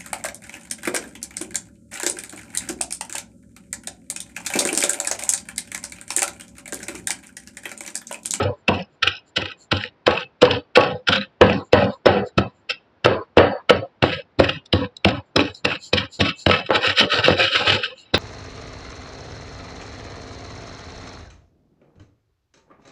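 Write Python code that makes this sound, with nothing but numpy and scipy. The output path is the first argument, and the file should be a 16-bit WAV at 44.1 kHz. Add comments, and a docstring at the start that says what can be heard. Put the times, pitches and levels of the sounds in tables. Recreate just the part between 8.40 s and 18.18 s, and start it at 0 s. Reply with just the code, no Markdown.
"""On a kitchen counter stands a mortar in which a wooden pestle pounds hard seeds, then grinds them in quick strokes.
Each blow is a burst of seed fractures, a knock that rings the bowl, a thump in the counter and a short push;
pushes and grinding strokes are random grains of friction rung through resonances.
Seeds rustle as the pestle lifts, nearby walls echo the blows, and the room adds faint steady noise.
A small microphone stands close by; its noise suppression thins the tails and the hardest blows overload it."""
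import sys
import numpy as np
from scipy import signal
from scipy.fft import rfft, irfft
from scipy.io import wavfile
from scipy.ndimage import uniform_filter1d

SR = 44100
rng = np.random.default_rng(int(sys.argv[2]) if len(sys.argv) > 2 else 0)


def makeup_ratio(level_db):
    """Linear amplitude ratio for a level in decibels (20 dB per factor of ten)."""
    decades = np.asarray(level_db, float) / 20
    return 10 ** decades


def generate_wav(signal):
    """Clip the signal to [-1, 1] and save it as 16-bit WAV at the path in sys.argv[1]."""
    frames = np.transpose(np.atleast_2d(signal))
    scaled = np.clip(frames, -1, 1) * 32767
    pcm = np.round(scaled).astype(np.int16)
    wavfile.write(sys.argv[1], SR, pcm)


N = 431298

# Spectrum of the room's steady noise: f/Hz, relative level/dB
ROOM_SPECTRUM = [(24, -41), (40, 1.5), (297, -1.5), (685, -5.5), (934, -6.5), (1130, -11), (1340, -9.5),
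                 (12000, -40.5), (15600, -70), (22000, -120)]
# Resonances of counter, bowl, seed grit, rustling seeds, their top sheen, a metal utensil and sliding seeds:
# f/Hz, width/Hz, relative level/dB
COUNTER_MODES = [(94.8, 14, 2), (140.4, 37, -4), (195.1, 20, -1), (285.5, 22, -2.5)]
BOWL_MODES = [(359, 100, -8.5), (372, 31, -7.5), (392.4, 82, -11.5), (497, 24, 2), (533, 26, -0.5),
              (583.6, 43, -2.5), (632, 56, -7.5), (734, 100, -8.5), (841.5, 50, -5), (957, 310, -10),
              (997, 130, -5), (1117, 7.2, -14)]
GRIT_MODES = [(1282.6, 49, -2), (1526.5, 102, -0.5), (1631, 127, -4), (1830, 95, -3.5), (1969, 61, -6),
              (2320, 120, -5.5), (2499, 110, -0.5), (2629, 73, 2.5), (2788, 77, 0.5), (3000, 310, -1),
              (3353, 57, -16)]   # they also serve as the bowl's upper modes
RUSTLE_MODES = [(3670, 610, -4.5), (3943, 82, 2.5), (4155, 54, -2.5), (4568, 400, -7.5), (4680, 67, -3.5),
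                (5000, 89, -2), (5170, 200, -3.5), (5785, 190, -8)]
SHEEN_MODES = [(7600, 1200, -10), (9200, 2200, -16.5), (12300, 2100, -34.5)]
UTENSIL_MODES = [(3680, 40, -1.5), (4510, 36, 5), (4270, 39, -7.5), (4800, 23, -7.5)]
SLIDE_MODES = [(2600, 720, -10), (4800, 2500, -4.5), (3830, 230, -2.5), (4300, 100, -0.5), (5630, 500, -10),
               (7230, 320, 8.5)]
# Seeds slide back as the pestle lifts: middle t/s, level/dB, half length/s
LIFTS = [(.19, -56.5, 0.036), (0.539, -54, .035), (0.883, -44.5, 0.021), (1.219, -41, 0.033),
         (3.262, -48, 0.032), (3.55, -51, 0.039), (3.874, -42, .02), (4.184, -55, 0.053),
         (6.868, -62.5, 0.041), (7.167, -40.5, 0.035), (7.452, -32.5, 0.041), (7.745, -32.5, 0.031),
         (8.008, -33.5, 0.037), (9.6, -41, 0.034)]
# The pestle pushes on after a blow: start t/s, length/s, counter rumble level/dB, bowl rub level/dB, grit level/dB
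PUSHES = [(-.04, 0.12, -18, -14, -31.5), (0.28, 0.14, -23.5, -22, -32), (0.639, 0.14, -38, -30, -32.5),
          (0.981, 0.15, -35.5, -28, -31), (1.315, 0.15, -28, -25.5, -27.5),
          (1.664, 0.16, -22, -16.5, -23.5), (2.018, 0.15, -19, -14, -27), (2.366, 0.16, -23, -12.5, -29.5),
          (2.687, 0.16, -24, -23, -28), (3.01, .16, -13.5, -11, -26.5), (3.333, 0.14, -14, -10, -27),
          (3.661, .15, -17.5, -10.5, -31), (3.974, 0.064, -20.5, -24, -41), (4.307, .04, -40, -45, -44.5),
          (4.645, 0.11, -23.5, -14, -34.5), (4.98, 0.076, -18.5, -10, -39.5), (5.292, 0.1, -20, -17.5, -36),
          (5.623, 0.18, -23.5, -22, -25.5), (5.986, 0.18, -21.5, -21.5, -27),
          (6.342, 0.11, -21, -22.5, -30), (6.66, .12, -21.5, -19.5, -30), (6.956, 0.13, -23.5, -16, -29),
          (7.242, .12, -26.5, -22.5, -27.5), (7.536, .11, -25, -25.5, -26.5),
          (7.791, .11, -22.5, -25, -29.5), (8.081, .13, -24, -19.5, -24), (8.3, .05, -37, -17, -35),
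          (9.734, .1, -23.5, -21.5, -30.5)]
# Quick grinding strokes: peak t/s, rise/s, counter rumble level/dB, bowl rub level/dB, grit level/dB
GRINDS = [(8.25, .03, -36.5, -44.5, -36), (8.359, 0.023, -31.5, -22, -21.5), (8.449, .03, -42, -24, -18),
          (8.501, .025, -34.5, -25.5, -20), (8.594, 0.027, -37, -24.5, -14),
          (8.63, .025, -21, -20.5, -22.5), (8.74, 0.041, -36.5, -28, -18.5),
          (8.794, 0.016, -29.5, -22.5, -24.5), (8.85, .025, -32, -27, -21.5),
          (8.905, 0.033, -23.5, -18.5, -22.5), (9.0, 0.027, -34.5, -24, -15.5),
          (9.038, 0.039, -29, -29.5, -16.5), (9.16, 0.054, -42.5, -28, -20),
          (9.211, .025, -30.5, -26, -28.5), (9.278, 0.027, -46, -22.5, -15.5),
          (9.335, 0.039, -26, -24.5, -20), (9.441, 0.032, -38.5, -34, -29), (9.498, .03, -44, -37.5, -37.5),
          (9.62, 0.066, -55, -60, -43.5), (9.69, .03, -54.5, -58.5, -49)]
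# How friction runs; columns of the next six: counter, bowl, grit, rustle, upper bowl modes
# Change of level just after the blow: counter, bowl and rustle jump, grit and upper modes dip: level/dB
JOLT_DB = (9, 3.5, -18, 5, -2.5)
# Fall while the pestle slows: rate/(dB/s)
SAG_DB_PER_S = (63.3, 86.4, 30, 49.7, 120)
# Fall once it stops: rate/(dB/s)
RELEASE_DB_PER_S = (330, 210, 550, 600, 350)
# Shift of release when few seeds cushion the pestle: the bowl rings on, grit stops sooner:
# shift/(s per dB of bareness)
LINGER_S_PER_DB = (0.0021, 0.00544, -0.00154, 0.0093, 0.0084)
# Change of level when few seeds cushion it: change/(dB per dB of bareness)
BARE_DB_PER_DB = (0, -0.046, 0, -0.23, 0.025)
# Fade time of a grinding stroke against its rise: ratio
FADE_PER_RISE = (1.2, 1.8, 1.3, 1.3, 0.69)
# Seeds crushed: t/s, relative peak level/dB, length/s, relative brightness/dB
CRUNCHES = [(0.027, -19, 0.014, 7.5), (0.2805, -0.5, 0.0068, 1), (0.34, -12.5, 0.017, -5.5),
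            (0.389, -23, 0.02, 0.5), (0.627, -1, 0.0092, 3.5), (0.6722, -3.5, 0.011, -2),
            (0.965, -3.5, 0.014, 5.5), (1.017, -12.5, 0.0054, 3), (1.054, -11.5, 0.0068, -4),
            (1.114, -23, 0.0074, 1.5), (1.3161, -1.5, 0.01, 4), (1.367, -12.5, 0.0093, 4),
            (1.436, -8.5, 0.0038, -1.5), (1.6655, -7, 0.0086, 4.5), (1.707, -9.5, 0.008, 0),
            (1.772, -10.5, 0.0075, -11.5), (2.018, 0, 0.0099, 4.5), (2.1086, -13.5, 0.0075, 5.5),
            (2.356, 3.5, 0.0073, 1), (2.362, -3, 0.0072, -3.5), (2.4063, -9, 0.0065, 2.5),
            (2.434, -12, 0.008, -1), (2.6742, -8.5, 0.013, 4), (2.685, 0, 0.0077, 5.5),
            (2.725, -7.5, 0.022, 3), (2.757, -8.5, 0.013, -3.5), (3.0121, 0.5, 0.0061, -1.5),
            (3.097, -13.5, 0.0056, 2), (3.3276, -7, 0.013, -1.5), (3.6585, -5, 0.0078, 5.5),
            (3.9783, -3.5, 0.0098, 5.5), (4.2934, -11, 0.008, -1), (4.3018, -9.5, 0.014, 5),
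            (4.645, -4, 0.0059, 6), (4.6618, -13.5, 0.0091, -1.5), (4.9711, -11.5, 0.012, 2.5),
            (4.9782, -7.5, 0.0075, -3.5), (5.2953, -3, 0.0086, 1), (5.624, 0.5, 0.0058, -1.5),
            (5.726, -10.5, 0.015, -8), (5.9945, -9.5, 0.0085, 10), (6.04, -6, 0.0091, 2),
            (6.09, -2, 0.0085, -12.5), (6.256, -32.5, 0.0084, 16), (6.327, -5.5, 0.008, 8.5),
            (6.5657, -30.5, 0.0031, 26.5), (6.6462, 1.5, 0.0058, -2.5), (6.684, -8.5, 0.0062, 7.5),
            (6.9606, 1, 0.005, 12), (7.002, -8, 0.011, 3), (7.1456, -37, 0.0072, 26),
            (7.248, -5.5, 0.008, 10.5), (7.315, -10, 0.017, -2.5), (7.5318, -1, 0.0091, 6.5),
            (7.575, 0, 0.015, -4), (7.8057, -4, 0.013, 7), (7.854, -8.5, 0.035, 0),
            (7.889, -10.5, 0.015, -2.5), (8.0624, 2, 0.0049, 5.5), (8.1106, 0, 0.008, -1),
            (8.1333, -3.5, 0.018, -9), (8.263, -15.5, 0.0098, -0.5), (8.289, -12.5, 0.0027, -3.5),
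            (8.3565, -3, 0.008, 6), (8.4455, -4.5, 0.0067, -12), (8.464, -9.5, 0.011, 3.5),
            (8.496, -10.5, 0.021, -3), (8.581, -5.5, 0.016, 0), (8.715, -11.5, 0.024, -9),
            (8.788, -8, 0.012, -2.5), (8.851, -4.5, 0.024, 1), (8.877, -7.5, 0.0073, 4.5),
            (9.0217, -5, 0.008, -6), (9.155, -2.5, 0.013, 1.5), (9.2743, -4, 0.01, -4.5),
            (9.2972, 1.5, 0.011, -4.5), (9.321, -1, 0.01, -1), (9.346, -10.5, 0.024, -2),
            (9.4344, -5.5, 0.0046, -4), (9.7433, -6, 0.013, 13)]
# Pestle meets the bowl: t/s, relative peak level/dB, relative counter thump level/dB, relative hardness/dB
KNOCKS = [(0.288, -11, -10, 31), (0.629, -59, -30, 10.5), (0.671, -24, -24.5, 10), (0.975, -22.5, -23, 10),
          (1.024, -19.5, -28.5, 14), (1.326, -16.5, -14, 11.5), (1.678, 0.5, -19, 1),
          (2.029, -1.5, -30.5, -3), (2.373, 3, -31.5, 3), (2.694, -25.5, -29, 3.5), (3.015, 2.5, -11, 1.5),
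          (3.098, -7.5, -16, 3.5), (3.332, 1, -11.5, 5), (3.658, -4.5, -19, -4), (3.666, 8, -20, -4.5),
          (3.671, -6.5, -19, -9.5), (3.984, -9, -15, -22.5), (4.66, 1, -22, 2), (4.972, 1.5, -10, -15.5),
          (4.985, -1, -16.5, 0), (5.305, 1.5, -19, 3), (5.626, -9, -18.5, 3), (5.639, 0, -26.5, -6.5),
          (6.001, 0, -11, -8.5), (6.335, -5.5, -10, -2.5), (6.653, -4.5, -10.5, -3.5),
          (6.962, -16.5, -26, -7.5), (6.968, -5, -19, -1), (6.993, -10, -21.5, 7.5), (7.253, -10, -23, 12),
          (7.533, -12, -14, 7), (7.811, -11.5, -11.5, 11.5), (8.066, -1, -9, 0), (8.098, -7, -26.5, 4),
          (8.293, -15.5, -39.5, -8), (8.306, -4, -47, 2), (8.474, -16.5, -23, 11), (8.611, -10, -32.5, 6),
          (8.735, -18, -26.5, 14), (8.883, -1, -25, -1), (8.905, -5.5, -14, -9), (8.999, -21.5, -32, 11),
          (9.152, -18, -26.5, 19), (9.274, -16, -23, 9), (9.744, -9, -14, 8)]


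def rms_one(x):
    """Scale to unit rms."""
    return x / np.sqrt(np.mean(x ** 2) + 1e-20)


def cut(x, hz, kind, order=2):
    """Butterworth filter."""
    return signal.sosfilt(signal.butter(order, hz, kind, fs=SR, output="sos"), x)


def drift(rate):
    """Random wander of spread 1, turning at most 80 times a second."""
    steps = rng.standard_normal(int(N / SR * 80) + 2)
    place = np.arange(N) / SR * min(rate, 80)
    # straight lines between the steps lose spread; the factor restores it
    return np.interp(place, np.arange(len(steps)), steps) * np.sqrt(1.5)


def resonate(x, hz, width):
    """Two-pole resonance, gain 1 on top."""
    r = np.exp(-np.pi * width / SR)
    top = np.array([1, 0, -1]) * (1 - r * r) / 2
    bottom = [1, -2 * r * np.cos(2 * np.pi * hz / SR), r * r]
    return signal.lfilter(top, bottom, x + 1e-18)


def grains(per_s, spread_db):
    """Tiny fractures at random moments, a few much larger than the rest; rms 1."""
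    sizes = makeup_ratio(spread_db * np.minimum(rng.exponential(1, N), 5)) * rng.choice([-1, 1], N)
    return rms_one(sizes * (rng.random(N) < per_s / SR))


def rubbed(modes, per_s, spread_db, wander_db):
    """Grains set the modes going; the shifting contact favours now one mode, now another; rms 1."""
    force = grains(per_s, spread_db)
    out = np.zeros(N)
    for k, (hz, width, db) in enumerate(modes):
        contact = force * makeup_ratio(wander_db * drift(9.0))
        out += (-1) ** k * makeup_ratio(db) * resonate(contact, hz, width)
    return rms_one(out)


def room_tone():
    """Faint steady noise of the room: random noise shaped by its spectrum."""
    hz, db = np.transpose(ROOM_SPECTRUM)
    bins = np.maximum(np.arange(N // 2 + 1) * SR / N, 1)
    shape = makeup_ratio(np.interp(np.log(bins), np.log(hz), db))
    noise = irfft(rfft(rng.standard_normal(N)) * shape, N)
    return makeup_ratio(-44.5) * rms_one(noise)


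def kitchen(x):
    """Echoes of nearby walls: a dull noise tail that dies away."""
    t60_s, level_db = 0.3, -17.5
    t = np.arange(round(.3 * SR)) / SR
    tail = cut(rng.standard_normal(len(t)), 4500, "low") * makeup_ratio(-60 * t / t60_s)
    tail = tail * (t > .004)   # the walls answer after 4 ms
    return makeup_ratio(level_db) * signal.fftconvolve(x, tail / np.sqrt(np.sum(tail ** 2)))[:N]


def lifts():
    """Seeds slide back as the pestle lifts: a soft bright swish that swells and fades."""
    t = np.arange(N) / SR
    swell = sum(makeup_ratio(db) * np.exp(-((t - s) / half) ** 2) for s, db, half in LIFTS)
    return swell * rubbed(SLIDE_MODES, 12000, 2.5, 1.5)


def friction_levels(s, db):
    """Levels of counter, bowl, grit, rustle and upper bowl modes; rustle grows as the seeds get finer."""
    rumble_db, rub_db, grit_db = db
    rustle_db = grit_db - 11 + 0.46 * s
    return np.array([rumble_db, rub_db, grit_db, rustle_db, rub_db])[:, None]


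def friction_db():
    """Friction over time: powers of pushes, which start, sag and release, and of swelling grinding strokes add up."""
    push_rise_s, jolt_s, cushion_db = 0.0056, 0.01, 10
    t = np.arange(0, N + 32, 32) / SR
    power = 1e-9
    columns = (JOLT_DB, SAG_DB_PER_S, RELEASE_DB_PER_S, LINGER_S_PER_DB, BARE_DB_PER_DB, FADE_PER_RISE)
    jolt, sag, release, linger, bare, fade = (np.array(v)[:, None] for v in columns)
    for s, length, *db in PUSHES:
        age = np.maximum(t - s, 0)
        # rub far above grit: few seeds cushion the pestle
        bare_db = max(db[1] - db[2] - cushion_db, 0)
        stopped = np.maximum(age - length - linger * bare_db, 0)
        shape_db = bare_db * bare + jolt * np.exp(-age / jolt_s) - sag * age - release * stopped
        rise = np.minimum(age / push_rise_s, 1)
        power = power + (makeup_ratio(friction_levels(s, db) + shape_db) * rise) ** 2
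    for s, rise, *db in GRINDS:
        spread = rise * np.where(t > s, fade, 1)
        power = power + makeup_ratio(2 * friction_levels(s, db)) * np.exp(-2 * ((t - s) / spread) ** 2)
    return [np.interp(np.arange(N) / SR, t, row) for row in 10 * np.log10(power)]


def utensil_buzz(rub_db):
    """Something metal on the shaken counter buzzes along with the rub, less than in proportion."""
    return makeup_ratio(.75 * rub_db - 33) * rubbed(UTENSIL_MODES, 3000, 2.5, 3.5)


def counter_and_bowl_rub(rumble_db, rub_db, upper_db):
    """Friction shakes counter and bowl, and reaches the high modes ever more weakly."""
    counter = makeup_ratio(rumble_db) * rubbed(COUNTER_MODES, 2000, 3.0, 3.4)
    bowl = makeup_ratio(rub_db) * cut(rubbed(BOWL_MODES, 1500, 3.0, 3.68), 1900, "low")
    upper_modes = [(hz, width, -6.0 - 15.0 * np.log2(hz / 1000)) for hz, width, _ in GRIT_MODES + RUSTLE_MODES]
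    upper = makeup_ratio(upper_db - 8.5) * cut(rubbed(upper_modes, 1500, 2.2, 2.7), 4200, "low", order=4)
    return counter + bowl + upper


def seed_friction(grit_db, rustle_db):
    """Seeds grate, snap and rustle in stick and slip, a fast random wander of level."""
    snaps = makeup_ratio(-6) * rubbed(GRIT_MODES + RUSTLE_MODES, 120, 3.1, 4.7)   # lone seeds giving way
    grating = cut(rubbed(GRIT_MODES, 2300, 3.8, 3.0), 3100, "low")
    grit = makeup_ratio(grit_db) * (grating + cut(snaps, 6000, "low"))
    rustle = makeup_ratio(rustle_db) * cut(rubbed(RUSTLE_MODES, 3900, 3.5, 1.5), 4900, "low", order=4)
    # the top grows a little faster than the rustle: brisk scraping brings it out
    sheen = makeup_ratio(1.1 * (rustle_db + 27) - 34.5) * rubbed(SHEEN_MODES, 3500, 1.3, 1.1)
    return makeup_ratio(2.0 * drift(45)) * (grit + rustle + sheen)


def strokes():
    """The pestle pushes through the seeds: the same pushes and strokes drive counter, bowl, utensil and seeds."""
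    rumble_db, rub_db, grit_db, rustle_db, upper_db = friction_db()
    low = counter_and_bowl_rub(rumble_db, rub_db, upper_db)
    return low + utensil_buzz(rub_db) + seed_friction(grit_db, rustle_db)


def crunches():
    """A burst of breaking seeds swells over a few ms and dies at a pace set by its length."""
    dull, bright = np.zeros(N), np.zeros(N)
    lead_s = .02
    t = np.arange(round(.1 * SR)) / SR - lead_s
    for s, peak_db, length, bright_db in CRUNCHES:
        age = (t - .002) / max(length, .003)
        burst = makeup_ratio(peak_db - 4.5) / (np.exp(-age / 0.19) + np.exp(age / 0.55))
        at = np.clip(round((s - lead_s) * SR) + np.arange(len(t)), 0, N - 1)
        dull[at] += burst
        bright[at] += makeup_ratio(bright_db - 10.0) * burst
    damped = [(hz, 1.6 * width, db) for hz, width, db in GRIT_MODES]   # the pressed pestle damps the bowl
    body = cut(rubbed(damped, 5000, 4.3, 4.3), 4000, "low")
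    body = body + makeup_ratio(-14.5) * rubbed(BOWL_MODES, per_s=1600, spread_db=4.5, wander_db=2.0)
    return dull * body + bright * rubbed(RUSTLE_MODES + SHEEN_MODES, 6000, 3.8, 2.9)


def struck(modes, levels_db, contact_hz, scatter_db):
    """Each knock strikes every mode with a strength of its own; a soft contact is a dulled click."""
    at = np.round(np.array(KNOCKS)[:, 0] * SR).astype(int)
    luck = rng.standard_normal((len(at), len(modes)))
    out = np.zeros(N)
    for k, (hz, width, db) in enumerate(modes):
        clicks = np.zeros(N)
        # the last factor makes the ring equally high for every width
        clicks[at] = makeup_ratio(levels_db(hz) + db + scatter_db * luck[:, k]) * SR / (2 * np.pi * width)
        out += resonate(clicks, hz, width)
    return cut(out, contact_hz, "low", order=4)


def knocks():
    """The bowl rings, damped by the pestle and brighter for a hard contact, and the counter booms under it."""
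    _, peak_db, thump_db, hard_db = np.transpose(KNOCKS)
    tilt_db_per_octave = np.minimum(hard_db - 6.5, 2)
    damped = [(hz, 1.4 * width, db) for hz, width, db in BOWL_MODES + GRIT_MODES]

    def bowl_db(hz):
        """Hardness tilts the level of the modes around 500 Hz."""
        return peak_db - 11.0 + tilt_db_per_octave * np.log2(hz / 500)

    bowl = struck(damped, bowl_db, contact_hz=2900, scatter_db=6.5)
    counter = struck(COUNTER_MODES, lambda hz: thump_db - 3, contact_hz=350, scatter_db=2.5)
    return bowl + counter


def scene():
    """The room, lifts and strokes, and the blows with their echoes."""
    blows = knocks() + crunches()
    return (blows + kitchen(blows) + strokes() + lifts() + room_tone())[None]


def suppress(x, margin_db, depth_db, memory):
    """Noise suppressor: takes the noise from quiet moments and ducks bands near it, so tails end in thin streaks."""
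    spec = signal.stft(x, nperseg=1024, noverlap=768)[2]
    power = np.abs(spec) ** 2
    quiet = uniform_filter1d(np.percentile(power, 25, axis=1), size=17)
    noise = quiet * makeup_ratio(2 * margin_db) + 1e-14
    kept = np.zeros(len(power))
    for i in range(power.shape[1]):
        # a band that was open tends to stay open
        clean = memory * kept + (1 - memory) * np.maximum(power[:, i] - noise, 0)
        gain = np.maximum(clean / (clean + noise), makeup_ratio(depth_db))
        kept = gain ** 2 * power[:, i]
        spec[:, i] *= gain
    return signal.istft(spec, nperseg=1024, noverlap=768)[1][:N]


def low_pass(x):
    """Removes everything above the highest recorded frequency."""
    return signal.sosfilt(signal.butter(12, 16290, fs=SR, output="sos"), x)


def record(dry):
    """Close microphone: steep treble shoulder, small bumps higher up, no deep bass; noise suppressed, peaks overload."""
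    heard = cut(dry, 5390, "low", order=6)
    heard = heard + makeup_ratio(-15.5) * cut(dry, [6700, 7900], "band")
    heard = heard + makeup_ratio(-17.5) * cut(dry, [8500, 11000], "band")
    heard = cut(heard[0], 75, "high", order=3)
    heard = suppress(heard, margin_db=7.0, depth_db=-15, memory=.95)[None]
    mix = np.clip(1.249 * np.tanh(heard / 1.266), -1, 1)   # soft overload, then a hard limit
    return low_pass(mix)


dry = scene()
out = record(dry)
generate_wav(out)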